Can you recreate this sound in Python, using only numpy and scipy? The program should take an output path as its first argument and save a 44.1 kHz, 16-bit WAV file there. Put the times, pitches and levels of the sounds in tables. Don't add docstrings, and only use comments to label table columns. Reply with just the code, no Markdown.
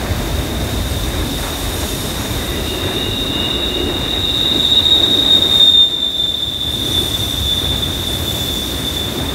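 import sys
import numpy as np
from scipy import signal
from scipy.fft import rfft, irfft, next_fast_len
from scipy.io import wavfile
from scipy.ndimage import uniform_filter1d, minimum_filter1d

SR = 44100
rng = np.random.default_rng(int(sys.argv[2]) if len(sys.argv) > 2 else 0)


def int16_out(signal):
    q = np.round(np.clip(np.atleast_2d(signal).T, -1, 1) * 32767)
    wavfile.write(sys.argv[1], SR, q.astype(np.int16))


def attenuation_scalar(level_db):
    decades = np.asarray(level_db, float) / 20
    return 10 ** decades


N = 411894
TIME = np.arange(N) / SR


def rms_one(x):
    return x / np.sqrt(np.mean(np.abs(x) ** 2) + 1e-20)


def in_time(rows):
    s, value = np.transpose(rows)
    return np.interp(TIME, s, value)


def window(start, end, fade=0.81):
    return np.clip(np.minimum(TIME - start, end - TIME) / fade + 1, 0, 1) ** 2


def swells(times, lengths, heights):
    out = np.zeros(N)
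    for s, length, height in zip(times, lengths, heights):
        out += height * np.cos(np.pi * np.clip((TIME - s) / length, -.5, .5)) ** 2
    return out


def seizing(rows):
    s, peak_db, length = np.transpose(rows)
    return swells(s, length, attenuation_scalar(peak_db))


def drift(rate_hz):
    r = np.exp(-2 * np.pi * rate_hz * 32 / SR)
    noise = rng.standard_normal(N // 32 + 2002)
    slow = signal.lfilter([1], [1, -2 * r, r * r], noise)[2000:]
    return np.interp(np.arange(N) / 32, np.arange(len(slow)), rms_one(slow))


def shaped(gain_at):
    hz = np.maximum(np.fft.rfftfreq(next_fast_len(N), 1 / SR), 1)
    real, imaginary = rng.standard_normal((2, len(hz)))
    return rms_one(irfft((real + 1j * imaginary) * gain_at(hz))[:N])


def spectrum(points, low_hz, high_hz):
    hz_at, level_db = np.transpose(points)

    def gain_at(hz):
        edges = (1 + (low_hz / hz) ** 6) * (1 + (hz / high_hz) ** 6)
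        return attenuation_scalar(np.interp(np.log(hz), np.log(hz_at), level_db)) / np.sqrt(edges)
    return gain_at


def phase_of(hz):
    return 2 * np.pi * np.cumsum(hz * np.ones(N)) / SR


def narrow(hz, width_hz):
    phase = phase_of(hz)
    return drift(width_hz) * np.cos(phase) + drift(width_hz) * np.sin(phase)


def tone(hz, wander_hz, flutter_db):
    flutter = attenuation_scalar(flutter_db * drift(15.5))
    return np.sqrt(2) * flutter * np.sin(phase_of(hz + wander_hz * drift(12.1)))


def tree_echo(low_hz, high_hz, pitch_hz, focus_db, edge_hz):
    centres = np.linspace(low_hz, high_hz, num=6)
    spacing = centres[1] - centres[0]
    out, power = 0, 0
    for centre in centres:
        gain = attenuation_scalar(-focus_db * np.abs(centre - pitch_hz) / 100)
        if centre in (low_hz, high_hz):
            gain = gain * .72

        def strip(hz):
            outside_hz = np.maximum(np.maximum(low_hz - hz, hz - high_hz), 0)
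            edge = 1 / (1 + (outside_hz / edge_hz) ** 2)
            return edge * np.sqrt(np.clip(1 - np.abs(hz - centre) / spacing, 0, 1))
        out = out + gain * shaped(strip)
        power = power + gain ** 2
    return out / np.sqrt(power)


# (start [s], length [s], frequency [Hz], width [Hz], level [dB])
RINGING = [(1.39, 0.14, 1200, 900, -33), (2.36, .3, 1965, 39, -37), (2.6, .6, 1965, 40, -43),
           (2.47, .9, 365, 35, -28), (3.5, .55, 355, 70, -25), (-.5, 1.7, 600, 200, -36),
           (5.6, 1.1, 650, 70, -37), (8.55, .12, 5200, 1800, -39), (2.2, .18, 2350, 65, -43),
           (7, .3, 1050, 110, -39), (5.3, 0.47, 570, 65, -37), (-1, 1.3, 4600, 250, -42),
           (8.1, .4, 12400, 1000, -36), (8.15, .6, 15550, 120, -46), (6.68, .4, 290, 60, -29),
           (7.75, .4, 210, 36, -34), (8.4, 0.37, 200, 40, -33), (0.55, .5, 65, 25, -27.5),
           (-0.6, .8, 2900, 500, -41), (2.5, .4, 3270, 30, -45), (8.5, .25, 5600, 60, -43)]


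def ringing():
    out = np.zeros(N)
    for start, length, hz, width_hz, level_db in RINGING:
        first, last = max(round(start * SR), 0), round((start + length) * SR)
        swell = np.sqrt(np.abs(np.sin(np.pi * (TIME[first:last] - start) / length)))
        r = np.exp(-np.pi * width_hz / SR)
        resonance = [1, -2 * r * np.cos(2 * np.pi * hz / SR), r * r]
        noise = signal.lfilter([1, 0, -1], resonance, rng.standard_normal(last - first))
        out[first:last] += attenuation_scalar(level_db) * swell * rms_one(noise)
    return out


# (frequency [Hz], level [dB per Hz])
RUMBLE = [(13, -43), (22, -41), (44, -3.5), (70, 2), (109, -2.5), (169, -10), (272, -4.5), (360, -7),
          (486, -12), (605, -12), (785, -18), (1400, -23), (1580, -21.5), (2600, -23), (3380, -40),
          (5720, -120)]
# (frequency [Hz], level [dB per Hz])
HISS = [(1500, -30), (2600, -1), (3300, 1), (4400, -1.5), (6500, -3.5), (9200, -6.5), (10400, -7.5),
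        (11500, -5), (13500, -8.5), (15800, -8.5)]
# (time [s], level [dB])
LOAD = [(0, -20.5), (.4, -23), (.8, -21), (1.5, -26), (1.9, -23.5), (2.7, -24.5), (3.05, -25), (3.55, -28),
        (4.1, -26), (4.8, -28.5), (5.2, -28), (5.9, -29.5), (6.5, -20.5), (7, -22), (8, -21), (9.1, -25.5),
        (9.34, -21)]
# (time [s], level [dB])
CONTACT = [(0, -57.5), (1.1, -52.5), (1.6, -49), (1.9, -45.5), (2.3, -49), (2.8, -53.5), (3.5, -62.5),
           (4.2, -59.5), (5.1, -56.5), (5.55, -51.5), (6, -54.5), (6.5, -50), (7.1, -42.5), (7.9, -49.5),
           (8.3, -45), (8.7, -47), (9.34, -54)]
# (time [s], length [s], bodies [dB], rail [dB])
BOGIES = [(0, 1, -.5, 2.5), (1.467, .2, 1.5, 2), (1.7, .5, 0.5, 2), (2.3, .5, 0, 2), (2.9, .6, .1, 1.5),
          (3.2, .4, .5, -1), (3.9, 0.38, 2.5, 0.5), (4.562, 0.25, 3.5, 0.5), (5.198, 0.7, 1, 0.5),
          (6.9, 0.78, 1, 0), (8.65, 0.4, 1, -0.5)]


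def rolling():
    load_db, contact_db = in_time(LOAD), in_time(CONTACT)
    s, length, body_db, rail_db = np.transpose(BOGIES)
    body_db = -25.95 + swells(s, length, body_db)
    rail_db = -30.14 + swells(s, length, rail_db)
    lighter_cars = (1 + np.tanh(2 * (TIME - 4.8))) / 2
    shake_db = -30 + .4 * (load_db - load_db.mean()) - 9 * lighter_cars
    hiss_db = -31.08 + 0.36 * (contact_db - contact_db.mean())
    joints = drift(2.5)
    ground = attenuation_scalar(load_db - 1 + .5 * joints + 1.45 * drift(12)) * shaped(spectrum(RUMBLE, 55.5, 175))
    shaking = attenuation_scalar(shake_db + 2.5 * drift(1.5)) * shaped(spectrum(RUMBLE, 18, 42))
    body = attenuation_scalar(body_db + 0.87 * joints + drift(3.5)) * shaped(spectrum(RUMBLE, 149, 506))
    rail = attenuation_scalar(rail_db + .5 * joints + drift(23)) * shaped(spectrum(RUMBLE, 640, 2310))
    hiss = attenuation_scalar(hiss_db + 0.6 * drift(6)) * shaped(spectrum(HISS, 2000, 30000))
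    return ground + shaking + body + rail + hiss


# (frequency [Hz], width [Hz], level [dB])
WHEEL_MODES = [(4300, 120, 1.5), (5480, 170, 2), (6010, 140, 6.5), (7050, 250, 7), (7930, 110, 1),
               (8900, 310, 8.5), (9860, 280, 5.5), (11420, 460, 7), (12070, 260, 5), (12750, 180, 4),
               (13700, 400, 5)]
# (time [s], Doppler ratio [1])
FLANGE_SHIFT = [
    (0, .964),
    (3.3, .954),
    (4, .99),
    (5.8, .985),
    (6.4, .995),
    (7.8, .988),
    (8, 1.003),
    (9.34, .998),
]


def flanges():
    shift, grip = in_time(FLANGE_SHIFT), drift(4.6)
    out = np.zeros(N)
    for hz, width_hz, level_db in WHEEL_MODES:
        out += attenuation_scalar(level_db - 1 + 2.3 * drift(8.5)) * narrow(hz * shift, width_hz)
    return attenuation_scalar(in_time(CONTACT) + 0.3 * grip) * out


# (time [s], level [dB])
FAR_SLIP = [
    (2.2, -48),
    (2.55, -35),
    (3, -34.5),
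    (3.55, -31.5),
    (3.9, -34),
    (4.4, -35.5),
    (4.8, -41),
    (5.3, -51),
    (5.7, -55),
]
# (time [s], peak level [dB], length [s])
FAR_SEIZES = [
    (2.72, -34, .2),
    (3.05, -31, .3),
    (3.4, -28, 0.29),
    (3.58, -31, 0.27),
    (3.8, -31, 0.27),
    (4.05, -40, 0.25),
    (4.45, -41, .1),
    (4.79, -29, 0.093),
]


def far_wheel():
    going_hz, coming_hz = 2660, 2854
    slip = attenuation_scalar(in_time(FAR_SLIP))
    strength = attenuation_scalar(-3.5) * (seizing(FAR_SEIZES) + attenuation_scalar(-7) * slip)
    direct = strength * tone(coming_hz, wander_hz=1.5, flutter_db=1.6)
    echo = attenuation_scalar(-1.5) * slip * tree_echo(going_hz, coming_hz, coming_hz, focus_db=4.5, edge_hz=12)
    return window(2.7, 5.6, fade=.6) * (direct + echo)


# (wheel pitch [Hz], largest shift [Hz], nearest at [s], distance over speed [s])
PASS_BY = (3653.5, 139.5, 5.68, .725)
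# (time [s], level [dB])
SLIP = [(0, -33.5), (.9, -29), (2.3, -28.5), (3.12, -21), (3.6, -20), (3.85, -23.5), (4.3, -17),
        (4.76, -12.5), (5.31, -12.5), (5.49, -14), (5.62, -11.5), (5.8, -13), (6.1, -10.5), (6.58, -12),
        (7, -16.5), (7.6, -16.5), (9.34, -25.5)]
# (time [s], peak level [dB], length [s])
SEIZES = [(3.2, -33, 0.13), (3.36, -29, 0.11), (3.6, -28.5, 0.32), (4.2, -25, 0.38), (4.41, -22, 0.17),
          (4.61, -20, 0.13), (4.72, -10, 0.062), (4.775, -7, 0.023), (4.86, -11, 0.053), (4.93, -12, 0.1),
          (5.04, -10, 0.041), (5.13, -21, 0.12), (5.22, -15.5, 0.11), (5.34, -9.5, 0.13), (5.44, -17, .08),
          (5.54, -9.5, 0.08), (5.62, -6, 0.15), (5.69, -8, 0.067), (5.8, -3.5, 0.28), (6.0, -13, .26),
          (6.24, -12.5, 0.22), (6.67, -20.5, 0.18), (6.98, -11.5, .1), (7.22, -34, 0.17),
          (7.51, -17.5, .14), (7.7, -25.5, 0.34), (8.12, -22, 0.18), (8.29, -25, .1), (8.48, -25, 0.62),
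          (8.99, -24, 0.28)]


def near_wheel():
    wheel_hz, shift_hz, nearest, reach = PASS_BY
    distance = np.hypot(TIME - nearest, reach)
    coming = (nearest - TIME) / distance
    pitch_hz = wheel_hz + shift_hz * coming
    slip_db = in_time(SLIP)
    strength = seizing(SEIZES) + window(2.8, 10) * attenuation_scalar(slip_db - 11.5)
    direct = strength * tone(pitch_hz, wander_hz=1.94, flutter_db=1.25)

    above_hz = np.maximum(pitch_hz, wheel_hz + 60) + 90
    below_hz = np.minimum(pitch_hz, wheel_hz - 60) - 90
    above = attenuation_scalar(slip_db - 14.5 + 2 * coming) * narrow(above_hz, width_hz=130)
    below = attenuation_scalar(slip_db - 16.5 - 3 * coming) * narrow(below_hz, width_hz=99)

    focus_db = 6 * reach / distance + 4.5 * (1 - coming) / 2
    going_hz, coming_hz = 3530, 3788
    echo = tree_echo(going_hz, coming_hz, pitch_hz, focus_db, edge_hz=17)
    echo = attenuation_scalar(slip_db - 2 + 0.6 * drift(12.4)) * echo

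    octave_hz = 2 * wheel_hz + .8 * (pitch_hz - wheel_hz)
    octave_gain = attenuation_scalar(-33.5 + .7 * slip_db - 2.5 * coming) + attenuation_scalar(-36) * strength
    octave = window(3.2, 6.5, fade=.4) * octave_gain * narrow(octave_hz, width_hz=140)
    return direct + above + below + echo + octave


def scene():
    return (ringing() + rolling() + flanges() + far_wheel() + near_wheel())[None]


def band_limit(x):
    return signal.sosfilt(signal.butter(12, 17060, fs=SR, output="sos"), x)


# (time [s], level [dB])
GAIN = [
    (0, 0.5),
    (5.6, -0.5),
    (5.85, -7.5),
    (6.1, -8),
    (6.6, -7.5),
    (6.85, -3),
    (8.2, -2),
    (9.34, -.4),
]


def record(dry):
    dry = dry * attenuation_scalar(in_time(GAIN))
    room_left = np.minimum(attenuation_scalar(-1) / (np.abs(dry) + 1e-9), 1)
    held = dry * uniform_filter1d(minimum_filter1d(room_left, size=301), size=151)
    size, cutoff_hz = next_fast_len(N), 15730
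    passed = np.fft.rfftfreq(size, 1 / SR) < cutoff_hz
    mix = irfft(rfft(held, size) * passed, size)[:, :N]
    return band_limit(mix)


dry = scene()
out = record(dry)
int16_out(out)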